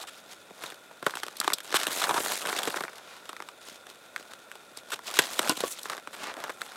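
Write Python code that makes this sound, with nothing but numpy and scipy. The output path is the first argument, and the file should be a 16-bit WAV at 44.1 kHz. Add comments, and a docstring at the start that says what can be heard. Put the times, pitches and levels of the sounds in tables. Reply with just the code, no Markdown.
"""A light scrape and a faint creak of snow come first, close to the microphone, over a soft forest hush.
Someone fastens wooden snowshoes by a tent in a still winter forest, then shuffles round on them.
Frames and bindings snap under load (filtered bursts of grains); crust crunches and powder hisses under
the webbing (coloured grains that follow the feet); clothes brush past (swelling noise); each frame knocks
once (decaying sine modes). The snow swallows almost every echo: only a faint scatter returns."""
import sys
import numpy as np
from scipy import signal
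from scipy.fft import rfft, irfft
from scipy.io import wavfile

SR = 44100
rng = np.random.default_rng(int(sys.argv[2]) if len(sys.argv) > 2 else 0)


def put_to_file(sound):
    """Save the sound as 16-bit audio at rate SR, in the file named by the first command-line argument."""
    columns = np.atleast_2d(sound).T  # one column per channel
    safe = np.clip(columns, -1, 1)
    whole_steps = np.round(safe * 32767)
    wavfile.write(sys.argv[1], SR, whole_steps.astype(np.int16))


N = 298116  # samples


def gain_of(db):
    """Decibels to an amplitude factor."""
    return 10 ** (np.asarray(db) / 20)


def evened(x):
    """Scales to rms 1."""
    return x / np.sqrt(np.mean(x ** 2) + 1e-20)


def read(points, hz):
    """Reads a table along a log-frequency axis."""
    point_hz, value = np.transpose(points)
    return np.interp(np.log(hz + 1), np.log(point_hz + 1), value)


def add(mix, start_s, sound):
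    """Mixes a sound in at its start time."""
    part = mix[max(round(start_s * SR), 0):][:len(sound)]
    part += sound[:len(part)]


def band(x, low_hz, high_hz, order=2):
    """Causal band-pass; the upper edge stays at least a tenth above the lower."""
    edges = np.clip([low_hz, max(high_hz, low_hz * 1.1)], 10, SR / 2 - 100)
    return signal.sosfilt(signal.butter(order, edges, "band", fs=SR, output="sos"), x)


def coloured(x, spectrum, size=2048):
    """Minimum-phase colour: clicks keep their sharp fronts."""
    hz = abs(np.fft.fftfreq(size, 1 / SR))
    log_gain = np.log(gain_of(read(spectrum, hz)))
    response = np.exp(np.conj(signal.hilbert(log_gain)))
    return signal.oaconvolve(x, np.fft.ifft(response).real)[:len(x)]


def wander(rate_hz):
    """Smooth random drift of rms 1, with nothing faster than rate_hz."""
    slow = np.fft.rfftfreq(N, 1 / SR) < rate_hz
    return evened(irfft(rfft(rng.standard_normal(N)) * slow, N))


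def grains(count, per_s, spread_db):
    """Random tiny fractures of either sign, a few much larger than the rest."""
    when, size, sign = rng.random((3, count))
    hit = when < per_s / SR
    out = np.zeros(count)
    excess = np.minimum(-np.log1p(-size[hit]), 3.5)  # exponential chance, capped
    out[hit] = np.sign(sign[hit] - 0.5) * gain_of(spread_db * excess)
    return out


def hush():
    """Soft even air noise with a few faint, fuzzy resonances."""
    # colour of the still air: hz, db_per_hz (relative)
    air_colour = [(25, -44), (70, -13), (120, -10), (200, -3.5), (330, -3), (570, 3), (950, -7),
                  (1800, -8.5), (2900, -14), (5000, -19), (6500, -17.5), (8500, -15.5), (12000, -20.5),
                  (16000, -27)]
    # faint resonances: centre_hz, width_hz, level_db (rms)
    air_tones = [(1390, 100, -60), (2450, 160, -68), (3480, 120, -64.5)]
    level_db = -56.5  # rms
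    air = gain_of(level_db) * evened(coloured(rng.standard_normal(N), air_colour))
    for hz, width_hz, db in air_tones:
        tone = band(rng.standard_normal(N), hz - width_hz / 2, hz + width_hz / 2)
        air += gain_of(db) * evened(tone)
    return air


def forest(x):
    """Thin scatter from trunks and canvas, each band dying at its own speed."""
    # how long the trees hold an echo: hz, t60_s
    echo_times = [(150, 0.27), (1200, 0.1), (5000, 0.076), (15000, 0.21)]
    hz, t, bins = signal.stft(grains(SR // 2, 2300, 1.0), SR, nperseg=256)
    decay_db = -60 * t / read(echo_times, hz)[:, None]
    tail = signal.istft(bins * gain_of(decay_db), SR, nperseg=256)[1]
    return signal.fftconvolve(x, tail / np.linalg.norm(tail))[:N]


def swish(row):
    """Fibres rub too finely to be heard singly; the level follows the speed of the arm."""
    start, fastest, end, db, low_hz, high_hz = row
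    t = start + np.arange(SR // 2) / SR
    speed = np.interp(t, [start, fastest, end], [0, 1, 0])
    fibres = band(grains(len(t), 14000, 4.2), low_hz, high_hz, order=1)
    rubbing = evened(band(fibres, 74, high_hz * 0.82, order=1))
    return gain_of(db) * speed ** 0.84 * rubbing


def frame(modes, knocks, push_s=0.00178):
    """A blunt push, then the bent wood rings on; the slim frame radiates no deep bass."""
    out, t = np.zeros(N), np.arange(SR // 3) / SR
    ring = sum(gain_of(db - 60 * t / t60) * np.sin(2 * np.pi * hz * t) for hz, db, t60 in modes)
    for start_s, ring_db, push_db, push_hz in knocks:
        push = np.sin(2 * np.pi * push_hz * t) * np.exp(-(t / push_s - 1) ** 2)
        add(out, start_s, gain_of(ring_db) * ring + gain_of(push_db) * push)
    return band(out, 250, 9000)


def footwork():
    """Crunch, hiss and powder gains over time; rest, rocking swells and three moves add as power."""
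    # a planted snowshoe rocks while its straps are pulled: middle_s, length_s, crunch_db, hiss_db
    rocks = [(0.01, 0.12, -47, -45.5), (0.162, 0.17, -59, -50), (0.319, 0.14, -56, -49.5),
             (0.652, 0.25, -47, -46), (1.097, 0.16, -50, -47.5), (1.178, 0.11, -57, -44),
             (1.273, 0.3, -55, -52.5), (1.47, 0.38, -48.5, -45), (2.955, 0.19, -48.5, -54),
             (3.25, 0.47, -58.5, -57.5), (3.693, 0.27, -56.5, -49), (3.898, 0.081, -59, -50.5),
             (4.196, 0.16, -52.5, -56), (4.316, 0.066, -49, -51), (4.786, 0.064, -61, -46.5),
             (4.93, 0.15, -51, -49)]
    # moves of the feet: time_s, crunch_db under weight, sliding hiss_db, powder_db (relative to the slide)
    step_out = [(1.63, -56, -51, 2), (1.7, -49, -43.5, -9), (1.79, -38.5, -34.5, -5),
                (1.88, -39.5, -40.5, -3), (1.95, -40, -30.5, 0), (2.04, -35, -33.5, -3.5),
                (2.1, -35, -41.5, 6), (2.19, -36, -35, 2.5), (2.23, -41.5, -35.5, 5.5),
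                (2.32, -36, -31.5, -2.5), (2.4, -47.5, -38, 0.5), (2.45, -34, -42, 0),
                (2.52, -42.5, -39.5, 1), (2.58, -35.5, -33.5, -7), (2.62, -41, -41.5, -3),
                (2.69, -42, -40.5, -4), (2.85, -47, -49, 0), (2.91, -58, -62, -10)]
    # same columns
    step_round = [(5.02, -65, -61, -1), (5.08, -41, -35, -5.5), (5.12, -46, -48.5, -6),
                  (5.16, -40, -32.5, -5), (5.23, -41.5, -38.5, -6), (5.35, -46, -40, -0.5),
                  (5.47, -33.5, -35, -3), (5.555, -59, -45.5, -1), (5.61, -41, -38.5, -5),
                  (5.66, -52, -41, -1), (5.72, -56, -36, 11), (5.77, -56, -48.5, -9), (5.82, -56, -50.5, 2),
                  (5.93, -41.5, -43.5, -7), (6.01, -54.5, -64, -5)]
    # same columns
    settle = [(6.11, -66, -63, 1), (6.22, -43, -46.5, -2), (6.3, -42.5, -55, -11), (6.335, -52, -68, -4),
              (6.39, -41.5, -50, -5), (6.48, -41, -52, -5), (6.55, -58, -58, -1), (6.64, -47, -49, 1),
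              (6.69, -52, -51, -5), (6.76, -48.5, -49, -3)]
    rest_crunch_db, rest_hiss_db = -60, -60  # before a swell of 0.98: the snow never quite rests
    rock_powder_db = -5  # relative to the slide
    t = np.arange(N) / SR
    moves = [(0.98, rest_crunch_db, rest_hiss_db, rock_powder_db, t >= 0)]
    for middle, length, crunch_db, hiss_db in rocks:
        during = abs(t - middle) < length / 2
        swell = np.cos(np.pi * (t[during] - middle) / length) ** 2
        moves.append((swell, crunch_db, hiss_db, rock_powder_db, during))
    for curve in (step_out, step_round, settle):
        time_s, *columns = np.transpose(curve)
        during = (t >= time_s[0]) & (t <= time_s[-1])
        levels = [np.interp(t[during], time_s, column) for column in columns]
        moves.append((1, *levels, during))
    power = np.zeros((3, N))
    for swell, crunch_db, hiss_db, powder_db, during in moves:
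        # slide and powder share the power of the hiss
        slide = gain_of(hiss_db) / np.hypot(1, gain_of(powder_db))
        gains = (gain_of(crunch_db), slide, slide * gain_of(powder_db))
        for layer, gain in zip(power, gains):
            layer[during] += (swell * gain) ** 2
    return np.sqrt(power)


def crumbs(low_hz, high_hz, per_s, cycles, spread_db, count=16):
    """Lumps of many sizes break, each ringing for a few cycles at its own pitch."""
    t, out = np.arange(600) / SR, np.zeros(N)
    for hz in np.geomspace(low_hz, high_hz, count):
        age = t * hz / cycles
        ringing = age * np.exp(-2 * age) * np.sin(2 * np.pi * hz * t)
        lump = np.sqrt(hz) * evened(ringing)
        out += signal.oaconvolve(grains(N, per_s / count, spread_db), lump)[:N]
    return evened(out)


def snow(weight, slide, powder):
    """Weight breaks the crust in coarse clumps; sliding rubs countless fine grains."""
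    # packed snow giving way: hz, db_per_hz (relative)
    crunch_colour = [(40, -45), (110, -26.5), (200, -5), (320, -2.5), (600, 2), (1000, -1), (1500, 0),
                     (2000, -8.5), (2800, -9.5), (6000, -41)]
    # snow sliding under the webbing: hz, db_per_hz (relative)
    slide_colour = [(900, -24), (1700, 0), (2400, -2), (3800, 1.5), (5200, -2), (6500, -2), (8000, -13.5),
                    (12000, -46)]
    # fine powder: hz, db_per_hz (relative)
    powder_colour = [(4000, -23.5), (6000, -1.5), (7000, 0.5), (8300, 0), (9600, -2), (12000, -5),
                     (14000, -9), (16000, -13)]
    stutter_db, stutter_hz = 1.5, 29.4  # a sliding frame catches and frees: rms depth, fastest rate
    clumps_db = 3.2 * wander(110)  # the snow sticks and gives by turns
    fractures = evened(grains(N, 800, 5.0) * gain_of(clumps_db))
    coarse = fractures + 0.34 * crumbs(670, 2410, 320, 1.85, 2.5)
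    coarse += 0.45 * rng.standard_normal(N)
    fine = evened(grains(N, 7000, 3.8) * gain_of(0.98 * clumps_db))
    fine += 0.5 * fractures
    fine += 0.6 * crumbs(2000, 14000, 800, 2.4, 3.1)
    fine *= gain_of(stutter_db * wander(stutter_hz))
    crunch = weight * evened(coloured(coarse, crunch_colour))
    sliding = slide * evened(coloured(fine, slide_colour))
    return crunch + sliding + powder * evened(coloured(fine, powder_colour))


def voiced(drives, row, span_s, top_hz=720, skirt=0.34):
    """A fracture thuds in the snow pack, rings in the frame, and has a sharp edge and an icy fizz."""
    _, level_db, _, ring_hz, thud_db, bright_db = row
    # a heavy thud sinks in pitch (23.5 Hz per dB), a bright edge rises (107 Hz per dB)
    thud_hz = max(475 - 23.5 * max(thud_db + 2, 0), 323)
    edge_hz = 3500 + 107 * max(bright_db - 4.5, 0)
    fizz_db = 1.17 * bright_db - 3.5  # the fizz follows the edge
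    low_hz = thud_hz ** 2 / top_hz  # a deeper thud spreads further down from the same top
    thud = band(drives[0], low_hz, top_hz, order=3)
    thud += skirt * band(drives[0], max(low_hz * 0.44, 117), low_hz, order=3)
    ring = band(drives[1], ring_hz * 0.68, ring_hz * 1.37)
    ring += 0.5 * band(drives[1], ring_hz * 0.94, ring_hz * 0.84, order=1)
    edge = band(drives[2], edge_hz * 0.714, 6340, order=3)
    edge += 2.0 * band(drives[2], edge_hz * 0.737, edge_hz * 1.145)
    fizz = band(drives[2], 5700, 13200, order=3)
    fizz += 3.5 * band(drives[2], 7500, 8580, order=1)
    parts = ((thud, thud_db), (ring, 0), (edge, bright_db), (fizz, fizz_db))
    # each part's energy is set as if spread evenly over span_s
    return sum(gain_of(level_db + db) * part * np.sqrt(span_s * SR / np.sum(part ** 2))
               for part, db in parts)


def scuff(row, release_s=0.002):
    """A dense run of tiny slips that holds its level and then lets go."""
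    t = np.arange(SR // 12) / SR
    hold_s = row[2]
    shape = (1 - np.exp(-t / 0.00026)) * np.exp(-np.maximum(t - hold_s, 0) / release_s)
    drive = evened(grains(len(t), 5400, 3.1)) * shape
    return voiced([drive] * 3, row, hold_s)


def snap(row, crack=6.5, sharpness=0.42, tail_db=-25, tail_s=0.011, thud_stretch=1.4):
    """One main crack amid a dying run of smaller ones; level is the rms over a hundredth of a second."""
    t = np.arange(SR // 12) / SR
    length = max(row[2], 0.0005)
    run = evened(grains(len(t), 9000, 1.23))
    main = crack * (np.arange(len(t)) == int(min(length * 0.4, 0.001) * SR))
    tail = gain_of(tail_db) * np.exp(-t / tail_s)
    onset = 1 - np.exp(-t / 0.00015)
    # thud, ring, and edge with fizz: the deeper the part, the longer it lasts
    decays = (length * thud_stretch, length * 1.22, length * 0.82)
    shapes = [(np.exp(-(t / decay) ** 0.82) + tail) * onset for decay in decays]
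    drives = [run * shape + share * main for shape, share in zip(shapes, (1, 1, sharpness))]
    return voiced(drives, row, 1 / 100)


def small_snaps(weight, count=400):
    """Rows for small cracks that come by chance, in random colours, louder under more weight."""
    per_s, length_s, thud_db = 22, 0.0013, -5.5
    times = np.cumsum(rng.exponential(1, count)) / per_s
    chances = 2 * rng.random((count, 3)) - 1
    rows = []
    for start_s, (size, pitch, bright) in zip(times, chances):
        if start_s * SR < N:
            weight_db = 20 * np.log10(weight[int(start_s * SR)])
            level_db = weight_db - 2 + 2 * size
            ring_hz = 1400 * 2 ** (0.26 * pitch)
            rows.append((start_s, level_db, length_s, ring_hz, thud_db, 0.5 + 5 * bright))
    return rows


def scene():
    """Feet, frames, clothes and snow close by, in front of the quiet forest."""
    # sleeves and mittens brush past: start_s, fastest_s, end_s, level_db, low_edge_hz, high_edge_hz
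    swishes = [(2.95, 3.12, 3.24, -49.5, 400, 5430), (6.15, 6.245, 6.34, -41, 440, 4860),
               (6.25, 6.305, 6.33, -37.5, 644, 2630)]
    # modes of the left wooden frame: pitch_hz, level_db (relative), t60_s
    left_modes = [(307, 1.5, 0.12), (1024, -0.5, 0.11), (1452, -2, 0.12), (2120, -25, 0.11),
                  (2350, -35, 0.46), (2930, -21, 0.08), (2800, -4, 0.058)]
    # modes of the right one, same columns
    right_modes = [(321, -2, 0.069), (505, -8, 0.1), (1130, 3.5, 0.085), (1410, -15, 0.073),
                   (2260, -27, 0.16)]
    # the left frame knocks: start_s, ring_level_db, push_level_db, push_hz
    left_knocks = [(5.496, -23.5, -48, 330)]
    # the right frame knocks, same columns
    right_knocks = [(5.637, -29.5, -15, 500)]
    # quick even scrapes of strap, cloth and frame: start_s, ring_level_db, length_s, ring_hz,
    # thud_db and brightness_db (both relative to the ring)
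    scuffs = [(0.013, -51, .02, 1110, -7, 7.5), (0.071, -47.5, 0.025, 1420, -16, 3),
              (1.745, -25.5, .026, 1470, -19.5, 1), (2.157, -28, .03, 910, -16, -10),
              (2.678, -39.5, 0.0074, 1180, 3, 3.5), (2.76, -31.5, 0.014, 1480, -4.5, -4),
              (4.918, -33.5, .025, 1460, -9, 0), (5.5, -34.5, 0.024, 1270, 0, 0),
              (5.569, -40.5, 0.0067, 1300, 0.5, 6.5), (5.787, -45, 0.0071, 1460, -7, 6),
              (6.13, -43.5, 0.021, 1390, -7.5, -1), (6.494, -34, 0.012, 1330, -2.5, -7.5)]
    # loud cracks of crust, frame and binding, same columns; the length scales the decay
    snaps = [(0.038, -42, .0036, 1000, -14, -10), (0.5071, -55, 0.0022, 1320, 9.5, -6),
             (0.637, -38.5, 0.0042, 1270, -5.5, -2), (0.7209, -43.5, .002, 1590, -4.5, -8),
             (0.9107, -46, .0022, 830, -15, -22), (1.0262, -37, 0.0027, 1430, -1.5, -7.5),
             (1.0647, -21, 0.0031, 1200, -3.5, -7.5), (1.096, -38, 0.0011, 1350, -19, -19),
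             (1.107, -46, 0.0022, 1330, -13, 2), (1.1372, -36, 0.0022, 1310, -11, -23),
             (1.1536, -40.5, 0.0027, 1510, -4, 2.5), (1.171, -34.5, 0.001, 1300, -25, -6),
             (1.2327, -32, 0.0027, 1370, -11, -2.5), (1.265, -45.5, .0016, 1140, 2, 2.5),
             (1.2828, -39, 0.00061, 1310, -9, -3.5), (1.3684, -62, .0017, 1370, -3, 19),
             (1.4012, -44.5, 0.0014, 1450, 2, 17.5), (1.4132, -30.5, 0.0014, 1360, -19, -8),
             (1.43, -43, .001, 1410, -14, -19), (1.444, -32.5, 0.0039, 1220, -10, -6.5),
             (1.4776, -20.5, .0016, 920, -9, -8), (1.502, -30, 0.0013, 1410, -11, -8),
             (1.5213, -32.5, .0033, 1370, -7, -13), (1.5334, -43.5, 0.0019, 840, -13, 16),
             (1.536, -42, .002, 1490, -2, 16.5), (1.5842, -44.5, 0.00088, 1560, -18, 4.5),
             (1.6035, -42.5, .003, 1580, -15, 0.5), (1.7248, -33, .0028, 1570, -5, -4),
             (1.7421, -24.5, 0.00095, 1320, -2, -4.5), (1.8135, -34.5, .0026, 1830, -10, -2),
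             (1.8329, -33.5, .001, 1840, -19, 3), (1.8684, -31, 0.0016, 1740, -4.5, 3),
             (1.8833, -40, 0.00089, 1050, 3.5, -2), (2.017, -28, 0.0045, 1380, -21, -4),
             (2.0394, -26.5, 0.0072, 1390, -21, -1), (2.0925, -21.5, 0.012, 970, -7, -8.5),
             (2.1092, -24, 0.0021, 935, -10, -11), (2.1418, -28.5, 0.0056, 1110, -2, -4),
             (2.1782, -25.5, 0.0024, 1450, -7, -16), (2.2031, -38, 0.0021, 880, 7, 2),
             (2.261, -31.5, 0.00063, 1360, -3.5, -7.5), (2.319, -33.5, 0.0037, 1310, -5, 1.5),
             (2.4531, -31.5, 0.0024, 1330, -18, -11), (2.4872, -29.5, .008, 1250, -3, -5.5),
             (2.5273, -30, 0.0033, 1430, -6.5, -8), (2.5884, -33, 0.0037, 1750, -20, 3),
             (2.632, -40, .0028, 1150, -1.5, 7), (2.6734, -30, 0.0038, 1490, 3, -5.5),
             (2.7423, -31, 0.0014, 1430, -7.5, -23), (2.7832, -37, 0.0026, 1230, -9, -12),
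             (2.806, -31.5, 0.003, 1220, -4, -7), (2.8368, -32.5, 0.0029, 1570, -4.5, -7.5),
             (2.851, -39, .0007, 1470, -26, -20), (2.8801, -38.5, 0.0026, 1530, -26, -16),
             (3.2915, -38, 0.0041, 1300, -6.5, -2), (3.3306, -40.5, 0.00093, 1160, -9, -9.5),
             (3.3653, -41.5, 0.0012, 1410, -21, -9), (3.4027, -37.5, 0.00084, 1350, -8, -12),
             (3.4222, -41.5, 0.0019, 1200, -8, -5), (3.4873, -42, .0017, 1190, -30, -2.5),
             (3.718, -61.5, .004, 905, 10.5, -12), (3.8676, -47.5, 0.0019, 1500, -9, -2.5),
             (3.9, -60.5, .0007, 1330, -6, 10), (4.1618, -30.5, 0.0012, 1580, -23, -8),
             (4.335, -47, 0.0011, 1600, -9, 1.5), (4.5153, -41.5, .001, 1590, -16, -4),
             (4.5537, -48, .003, 1160, -4, -1.5), (4.716, -59, .003, 900, 7, -2),
             (4.7725, -55, 0.0017, 1420, 4.5, 14), (4.904, -44.5, 0.0032, 1040, -24, 1),
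             (4.991, -40.5, 0.0016, 1050, -13, -9), (5.1404, -39, .002, 1510, -16, 3.5),
             (5.1693, -33, 0.0041, 1130, -18, -3), (5.189, -16, .004, 1620, -7.5, 0),
             (5.22, -41.5, .0012, 1460, -6, 5.5), (5.392, -24.5, 0.0021, 1370, -3, 1.5),
             (5.4948, -36.5, .0015, 1250, 5.5, 13.5), (5.6051, -40, 0.002, 1540, 4, 7.5),
             (5.6357, -33.5, .01, 1010, 0, -6), (5.724, -61, 0.00083, 1350, 0, 21),
             (5.8318, -63.5, 0.0013, 1400, -9, 22.5), (5.8553, -35.5, .0033, 1240, -8.5, -8.5),
             (5.8977, -32, 0.0031, 1380, -9.5, -2.5), (5.9323, -35, 0.0015, 1310, -16, -9),
             (5.9785, -40, .0012, 1330, -6.5, -7.5), (6.0731, -36.5, 0.0023, 1290, -9.5, -8),
             (6.34, -45.5, 0.00064, 1580, -7, 0), (6.367, -42, 0.0023, 1390, -1, -6),
             (6.4386, -35.5, 0.0032, 1290, -3, -3.5), (6.6168, -32.5, .0013, 1750, -15, -4.5)]
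    weight, slide, powder = footwork()
    near = frame(left_modes, left_knocks) + frame(right_modes, right_knocks)
    near += snow(weight, slide, powder)
    sources = ((swishes, swish), (scuffs, scuff), (small_snaps(weight), snap), (snaps, snap))
    for table, source in sources:
        for row in table:
            add(near, row[0], source(row))
    return (near + gain_of(-28.0) * forest(near) + hush())[None]


def record(dry):
    """The recorder clips at its ceiling, then limits the band with a linear-phase low-pass."""
    ceiling, edge_hz = 0.9, 15950  # ceiling as a share of full scale
    held = np.clip(dry, -ceiling, ceiling)
    low_pass = signal.firwin(255, edge_hz, window=("kaiser", 9), fs=SR)
    return signal.oaconvolve(held, low_pass[None], "same")


dry = scene()
out = record(dry)
put_to_file(out)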